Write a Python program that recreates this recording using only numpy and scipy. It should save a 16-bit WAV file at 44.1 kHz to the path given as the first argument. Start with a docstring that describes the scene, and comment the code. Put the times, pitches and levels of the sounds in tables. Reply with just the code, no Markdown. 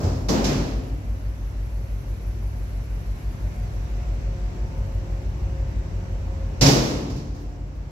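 """A container ship glides past a river bank: its diesel throbs six times a second under the roar
of funnel and rushing air, with beating machine hums, fan tones and a thin hiss.
Close by, a heavy steel door bangs in a hard, echoing space: a double blow at the start, a full slam
at 6.6 s. The frame clashes, the latch snaps, the leaf booms; the slam shakes loose metal.
The recorder's gain control ducks the ship after the slam."""
import sys
import numpy as np
from scipy import signal
from scipy.fft import rfft, irfft
from scipy.io import wavfile
from scipy.ndimage import uniform_filter1d

SR = 44100
rng = np.random.default_rng(int(sys.argv[2]) if len(sys.argv) > 2 else 0)


def bounce(signal):
    """Save signal as a 16-bit WAV file at the path given by the first command-line argument."""
    frames = np.transpose(np.atleast_2d(signal))
    limited = np.clip(frames, -1, 1)
    pcm = np.round(limited * 32767).astype(np.int16)
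    wavfile.write(sys.argv[1], SR, pcm)


N = 348816
T = np.arange(N) / SR

CYCLE_HZ, THROB_S = 5.967, 0.1  # engine cycle; time of one throb
ABEAM_S, BEAM_S, HOLD_S = 3.97, 0.83, 5.7  # stern nearest; facing half-width; tone trends stop
PASSED_S = np.minimum(T, HOLD_S) - ABEAM_S
FACING = np.exp(-((T - ABEAM_S) / BEAM_S) ** 2)  # how squarely the vents face the bank, 0-1

# exhaust orders (multiple of engine cycle, relative level abeam [dB], trend [dB/s])
EXHAUST_ORDERS = [(7, -42, 0.4), (8, -30, .5), (9, -34, -0.6), (11, -50.5, 1), (12, -50, 1.5),
                  (13, -52.5, -2.5), (14, -51, 8.5), (15, -43.5, 3.5), (16, -38.5, -.3), (18, -49.5, 0.2),
                  (20, -53.5, -1), (21, -50, 0.6), (23, -50, 0.3), (24, -50.5, 2), (29, -51, 2.5)]
# machine hums (frequency [Hz])
HUM_HZ = [55.5, 58.85, 59.55, 60.15]
# same hums (level abeam [dB])
HUM_ABEAM_DB = [-52, -38.5, -43, -42]
# engine room fan (blade harmonic, relative level [dB], share of swell [0-1], gain when facing [dB])
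FAN_TONES = [(2, -2, 0.37, -5.5), (3, 0, 1, -2.5), (4, -7, 0, 5), (5, -10, 0, -1), (6, -18.5, 0, -3)]
# swells of the strongest fan tone (time [s], level before flutter and facing [dB])
FAN_SWELLS = [(1.7, -65), (3.7, -59), (4.15, -53), (4.95, -48), (5.25, -56), (5.7, -50), (6.0, -59),
              (6.4, -47), (7.4, -58)]
# funnel roar (frequency [Hz], relative density [dB])
ROAR_SPECTRUM = [(90, -27), (150, -16), (210, -4), (280, -6.5), (400, -7), (470, -11.5), (600, -9),
                 (750, -15), (950, -16), (1200, -22), (1700, -27), (3000, -72)]
# rushing air, with the microphone's bright 4-8 kHz colouring (frequency [Hz], relative density [dB])
AIR_SPECTRUM = [(100, -30), (700, -2), (1500, 0), (2000, 0), (2800, -3.5), (3300, -9), (4200, -8.5),
                (5200, -9.5), (6000, -6), (6650, -15), (7500, -10), (8300, -24), (13000, -27), (15800, -27)]
# exhaust rumble (frequency [Hz], relative density [dB])
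RUMBLE_SPECTRUM = [(10, -50), (20, -32), (30, -22), (40, -10), (52, -3), (75, -5), (105, -1), (135, -7),
                   (170, -12), (230, -15), (400, -35), (1500, -120)]
# high hiss (frequency [Hz], relative density [dB])
HISS_SPECTRUM = [(6500, -28), (8500, -10), (10000, -7), (10900, 0.5), (11900, 1.5), (12700, -5),
                 (15500, -17)]
# hiss envelope (time [s], relative level [dB])
HISS_ENVELOPE = [(1.4, -70), (2.2, -67), (3.6, -69), (4.3, -77.5), (4.9, -73.5), (5.6, -77.5), (7.7, -79)]
# door blows, levels relative (time [s], clash [dB], latch [dB], boom [dB], boom centre [Hz],
# latch direct-to-echo power [ratio], slap [dB])
DOOR_BLOWS = [(0, -30, -47, -28, 191, 0.73, -4), (.03, -33, -42, -20, 90, 0.35, 2),
              (.285, -21, -32.5, -34, 233, 2.7, -8), (.342, -27.5, -58, -34.5, 283, 0.33, 18.5),
              (.441, -31, -33, -32, 125, 3, 22), (.486, -27, -38, -23.5, 133, .3, 13),
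              (6.61, -25, -22.5, -17.5, 170, 1.9, 9), (6.616, -17, -17.5, -12.5, 148, 0.42, 4),
              (6.66, -14.5, -16, -19, 242, 0.39, 14), (6.735, -18.5, -34, -22, 290, 0.55, 8),
              (7.097, -51, -45, -28, 101, 2.5, 0), (7.16, -42, -45, -29.5, 179, 1.6, 6),
              (7.346, -40.5, -49.5, -48, 283, 0.52, -3)]
# steel frame (frequency [Hz], relative density [dB])
CLASH_SPECTRUM = [(25, -43), (50, 6), (110, -2.5), (200, 3), (300, -1), (550, -2.5), (800, -7.5),
                  (1400, -15.5), (2600, -27), (4000, -33), (7500, -29), (9000, -51), (15500, -39)]
# slap of a flat, hard contact (frequency [Hz], share of slap gain [0-1])
SLAP_SHARE = [(700, 0.23), (1400, 0.32), (2600, 0.86), (4500, 1), (8000, 0.083)]
# latch (frequency [Hz], relative density [dB])
LATCH_SPECTRUM = [(1000, -13.5), (2500, -3.5), (3400, -5), (4100, -1), (5400, 2.5), (6400, -2),
                  (7400, -7.5), (8500, -21), (12500, -16.5), (15500, -34)]
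# door leaf (frequency [Hz], relative level [dB], T60 [s])
LEAF_MODES = [(87.6, 4.5, 0.64), (106.2, -5.5, 1.4), (128.6, -3, 1.8), (144.9, 5.5, 0.54),
              (173.4, -3.5, 1.4), (205.2, -7, 0.43), (265.2, -6.5, 2.3), (287.7, -2, 2), (321, -7.5, 1.34),
              (373, -20, 1), (502, 2, 0.98), (523, -6, 1.2)]
# echo around the door (frequency [Hz], T60 [s])
ECHO_T60 = [(80, 0.36), (200, 1.81), (500, 1.25), (1000, 1.195), (2500, 1.01), (5500, 0.81), (12000, 0.83)]
# loose metal shaken by the slam (time [s], level [dB])
JINGLES = [(6.668, -33), (6.725, -36), (6.985, -59), (7.098, -53), (7.16, -54), (7.353, -63), (7.398, -55),
           (7.497, -65), (7.75, -62)]
# loose metal (frequency [Hz], relative density [dB])
JINGLE_SPECTRUM = [(3000, -29), (5500, -8), (7500, -5), (9500, 0), (12500, 4), (15500, 1)]
# microphone pair (frequency [Hz], left-right correlation before clipping to +-1)
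CORRELATION = [(60, 1.1), (130, 0.65), (290, 0.83), (640, 0.22), (1410, -0.3), (3100, 0), (15000, 0)]
# ship balance (frequency [Hz], left minus right [dB])
SHIP_SIDE = [(60, 0.5), (110, -0.5), (200, 1.0), (380, 1.5), (700, 1.0), (1290, 0.5), (2380, 0.0),
             (4400, -3.0), (8120, -4.5), (15000, -1.5)]
# door balance (frequency [Hz], left minus right [dB])
DOOR_SIDE = [(60, 0.5), (110, 0.5), (200, 0.5), (380, 2.5), (700, 3.5), (1290, 0.5), (2380, 0.0),
             (4400, -5.5), (8120, -8.0), (15000, -4.0)]


def gain_of(db):
    """Decibels to amplitude."""
    return 10 ** (np.asarray(db) / 20)


def unit_rms(x):
    """Scales to rms 1."""
    return x / np.sqrt(np.mean(x ** 2) + 1e-20)


def lookup(table, hz):
    """Interpolates on a log-frequency axis."""
    table_hz, value = np.transpose(table)
    return np.interp(np.log(hz + 1), np.log(table_hz + 1), value)


def add(mix, start_s, sound):
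    """Mixes in a stereo sound."""
    part = mix[:, max(round(start_s * SR), 0):][:, :sound.shape[1]]
    part += sound[:, :part.shape[1]]


def drift(rate_hz):
    """Slow random signal, rms 1."""
    hz = np.fft.rfftfreq(N, 1 / SR)
    return unit_rms(irfft(rfft(rng.standard_normal(N)) * np.exp(-(hz / rate_hz) ** 2), N))


def diffuse(spectrum, side, size=N):
    """Stereo noise, rms 1: correlated in the bass, independent in the treble."""
    hz = np.fft.rfftfreq(size, 1 / SR)
    left, other = rfft(rng.standard_normal((2, size)))
    correlation = np.clip(lookup(CORRELATION, hz), -1, 1)
    right = correlation * left + np.sqrt(1 - correlation ** 2) * other
    lean_db = lookup(side, hz) / 2
    pair = np.array([left * gain_of(lean_db), right * gain_of(-lean_db)])
    return unit_rms(irfft(pair * gain_of(lookup(spectrum, hz)), size))


def shaped(x, field_db):
    """Applies the gain field_db(frequency [Hz], time [s])."""
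    hz, t, frames = signal.stft(x, SR, nperseg=512, noverlap=384)
    frames = frames * gain_of(field_db(hz[:, None], t))
    return signal.istft(frames, SR, nperseg=512, noverlap=384)[1][:, :x.shape[1]]


def diesel(trim_db=-0.47, facing_db=2.0, waver_db=1.36, rough_db=2, wander_cycles=0.025):
    """Uneven cylinders make low orders that swell together once a cycle, under a rough drone."""
    cycles = CYCLE_HZ * (T - THROB_S)
    out = np.zeros(N)
    for order, abeam_db, trend_db_per_s in EXHAUST_ORDERS:
        high = order > 11  # the drone: random phases, more waver
        phase = order * cycles + high * rng.random() + wander_cycles * drift(1.7)
        depth_db = rough_db if high else waver_db
        level_db = abeam_db + trend_db_per_s * PASSED_S + depth_db * drift(2.4)
        out += gain_of(level_db) * np.cos(2 * np.pi * phase)
    return np.sqrt(2) * gain_of(trim_db + facing_db * FACING) * out


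def machines(growth_db_per_s=1.6, waver_db=1.5, in_phase_s=5.56):
    """Closely tuned hums beat and grow as the stern comes round."""
    out = np.zeros(N)
    for hz, db in zip(HUM_HZ, HUM_ABEAM_DB):
        out += gain_of(db + waver_db * drift(0.61)) * np.cos(2 * np.pi * hz * (T - in_phase_s))
    return np.sqrt(2) * gain_of(growth_db_per_s * PASSED_S) * out


def fan(blade_hz=179.2, base_db=-56.5, growth_db_per_s=2.0, flutter_db=4.0, wander_cycles=0.068):
    """Blade harmonics grow with the approach, swell, and flutter on their way across the water."""
    steady_db = base_db + growth_db_per_s * PASSED_S
    swell_db = np.interp(T, *np.transpose(FAN_SWELLS)) - steady_db
    cycles = blade_hz * T + np.array([[0], [0.025]])  # right channel leads
    out = np.zeros((2, N))
    for harmonic, db, share, facing_db in FAN_TONES:
        phase = harmonic * cycles + wander_cycles * drift(1.5)
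        level_db = steady_db + db + share * swell_db + facing_db * FACING + flutter_db * drift(3.6)
        out += gain_of(level_db) * np.cos(2 * np.pi * phase)
    return np.sqrt(2) * out


def vent_noise(spectrum, base_db, growth_db_per_s, facing_db):
    """One turbulent flow: grows steadily, louder while it faces the bank."""
    level_db = base_db + growth_db_per_s * (T - ABEAM_S) + facing_db * FACING
    return diffuse(spectrum, SHIP_SIDE) * gain_of(level_db)


def vents(patchy_db=0.93, throb_depth=0.093):
    """Funnel roar and rushing air; the exhaust rumble pulses with the engine."""

    def patches_db(hz, t):
        """Moving air lifts and drops patches of the sound on its way."""
        cells = rng.standard_normal((len(hz), len(t)))
        bands = uniform_filter1d(cells, 5, axis=0)
        return patchy_db * unit_rms(uniform_filter1d(bands, 30, axis=1))

    roar = vent_noise(ROAR_SPECTRUM, base_db=-45.0, growth_db_per_s=0.8, facing_db=1.06)
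    air = vent_noise(AIR_SPECTRUM, base_db=-52.0, growth_db_per_s=0.38, facing_db=2.0)
    rumble = vent_noise(RUMBLE_SPECTRUM, base_db=-37.5, growth_db_per_s=0.65, facing_db=0.8)
    throb = 1 + throb_depth * np.cos(2 * np.pi * CYCLE_HZ * (T - THROB_S))
    return shaped(roar + air, patches_db) + rumble * throb


def hiss(trim_db=5.5, flicker_db=1.5):
    """Thin, high hiss that flickers and fades."""
    level_db = np.interp(T, *np.transpose(HISS_ENVELOPE)) + trim_db
    return diffuse(HISS_SPECTRUM, SHIP_SIDE) * gain_of(level_db + flicker_db * drift(40))


def clatter(spectrum, direct_ratio, direct_s, build_s, attack_s):
    """Steel on steel: a short burst, then an echo that builds and dies band by band."""
    t = np.arange(2 * SR) / SR
    noise = diffuse(spectrum, DOOR_SIDE, len(t))
    tail = shaped(noise, lambda hz, age_s: -60 * age_s / lookup(ECHO_T60, hz))
    power = direct_ratio * np.exp(-t / direct_s) + 1 - np.exp(-t / build_s)
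    return tail * np.sqrt(power) * (1 - np.exp(-t / attack_s))


def boom(centre_hz, width_octaves=0.42, rise_s=0.011):
    """The leaf rings around centre_hz: low for a soft push, higher for a hard knock."""
    t = np.arange(2 * SR) / SR
    hz, db, t60_s = np.transpose(LEAF_MODES)[:, :, None]
    weight = gain_of(db) * np.exp(-0.5 * (np.log2(hz / centre_hz) / width_octaves) ** 2)
    envelopes = weight / np.linalg.norm(weight) * gain_of(-60 * t / t60_s)
    modes = envelopes * np.sin(2 * np.pi * (hz * t + rng.random(hz.shape)))
    return np.sqrt(2) * modes.sum(0) * (1 - np.exp(-(t / rise_s) ** 2))


def door(trim_db=3.0):
    """Each blow clashes the frame, snaps the latch and booms the leaf."""
    out = np.zeros((2, N))
    for start_s, clash_db, latch_db, boom_db, centre_hz, direct_ratio, slap_db in DOOR_BLOWS:
        spectrum = [(hz, db + slap_db * lookup(SLAP_SHARE, hz)) for hz, db in CLASH_SPECTRUM]
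        clash = clatter(spectrum, direct_ratio=0.36, direct_s=0.027, build_s=0.023, attack_s=0.0012)
        latch = clatter(LATCH_SPECTRUM, direct_ratio, direct_s=0.034, build_s=0.079, attack_s=0.0024)
        blow = gain_of(clash_db) * clash + gain_of(latch_db) * latch + gain_of(boom_db) * boom(centre_hz)
        add(out, start_s, blow)
    return gain_of(trim_db) * out


def jingles(attack_s=0.003, fade_s=0.043, grain_db=3):
    """Loose metal, shaken by the slam, gives clusters of bright ticks."""
    t = np.arange(SR // 2) / SR
    out = np.zeros((2, N))
    for start_s, db in JINGLES:
        grain = unit_rms(uniform_filter1d(rng.standard_normal(len(t)), 90))
        envelope = gain_of(db + grain_db * grain) * np.exp(-t / fade_s) * (1 - np.exp(-t / attack_s))
        add(out, start_s, envelope * diffuse(JINGLE_SPECTRUM, DOOR_SIDE, len(t)))
    return out


def scene():
    """Ship across the water, door close by."""
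    bass = (diesel() + machines()) * gain_of([[0.3], [-0.3]])  # slightly left
    return bass + fan() + vents() + hiss() + door() + jingles()


def record(dry, threshold_db=-16.5, duck_db_per_db=0.75, fall_s=0.05, recover_db_per_s=1, edge_hz=15780):
    """Gain control with fast fall and slow recovery, then soft limiter and low-pass."""
    power = signal.lfilter([1 / 900], [1, 1 / 900 - 1], (dry ** 2).mean(0))  # 20 ms average
    over_db = np.maximum(10 * np.log10(power + 1e-12) - threshold_db, 0)
    recovery_db = T * recover_db_per_s
    held_db = np.maximum.accumulate(over_db + recovery_db) - recovery_db
    step = 1 / (fall_s * SR)
    duck_db = duck_db_per_db * signal.lfilter([step], [1, step - 1], held_db)
    ducked = dry / gain_of(duck_db)
    limited = ducked / (1 + ducked ** 8) ** (1 / 8)
    lowpass = signal.firwin(511, edge_hz, window=("kaiser", 9), fs=SR)
    return signal.oaconvolve(limited, lowpass[None], "same")


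dry = scene()
out = record(dry)
bounce(out)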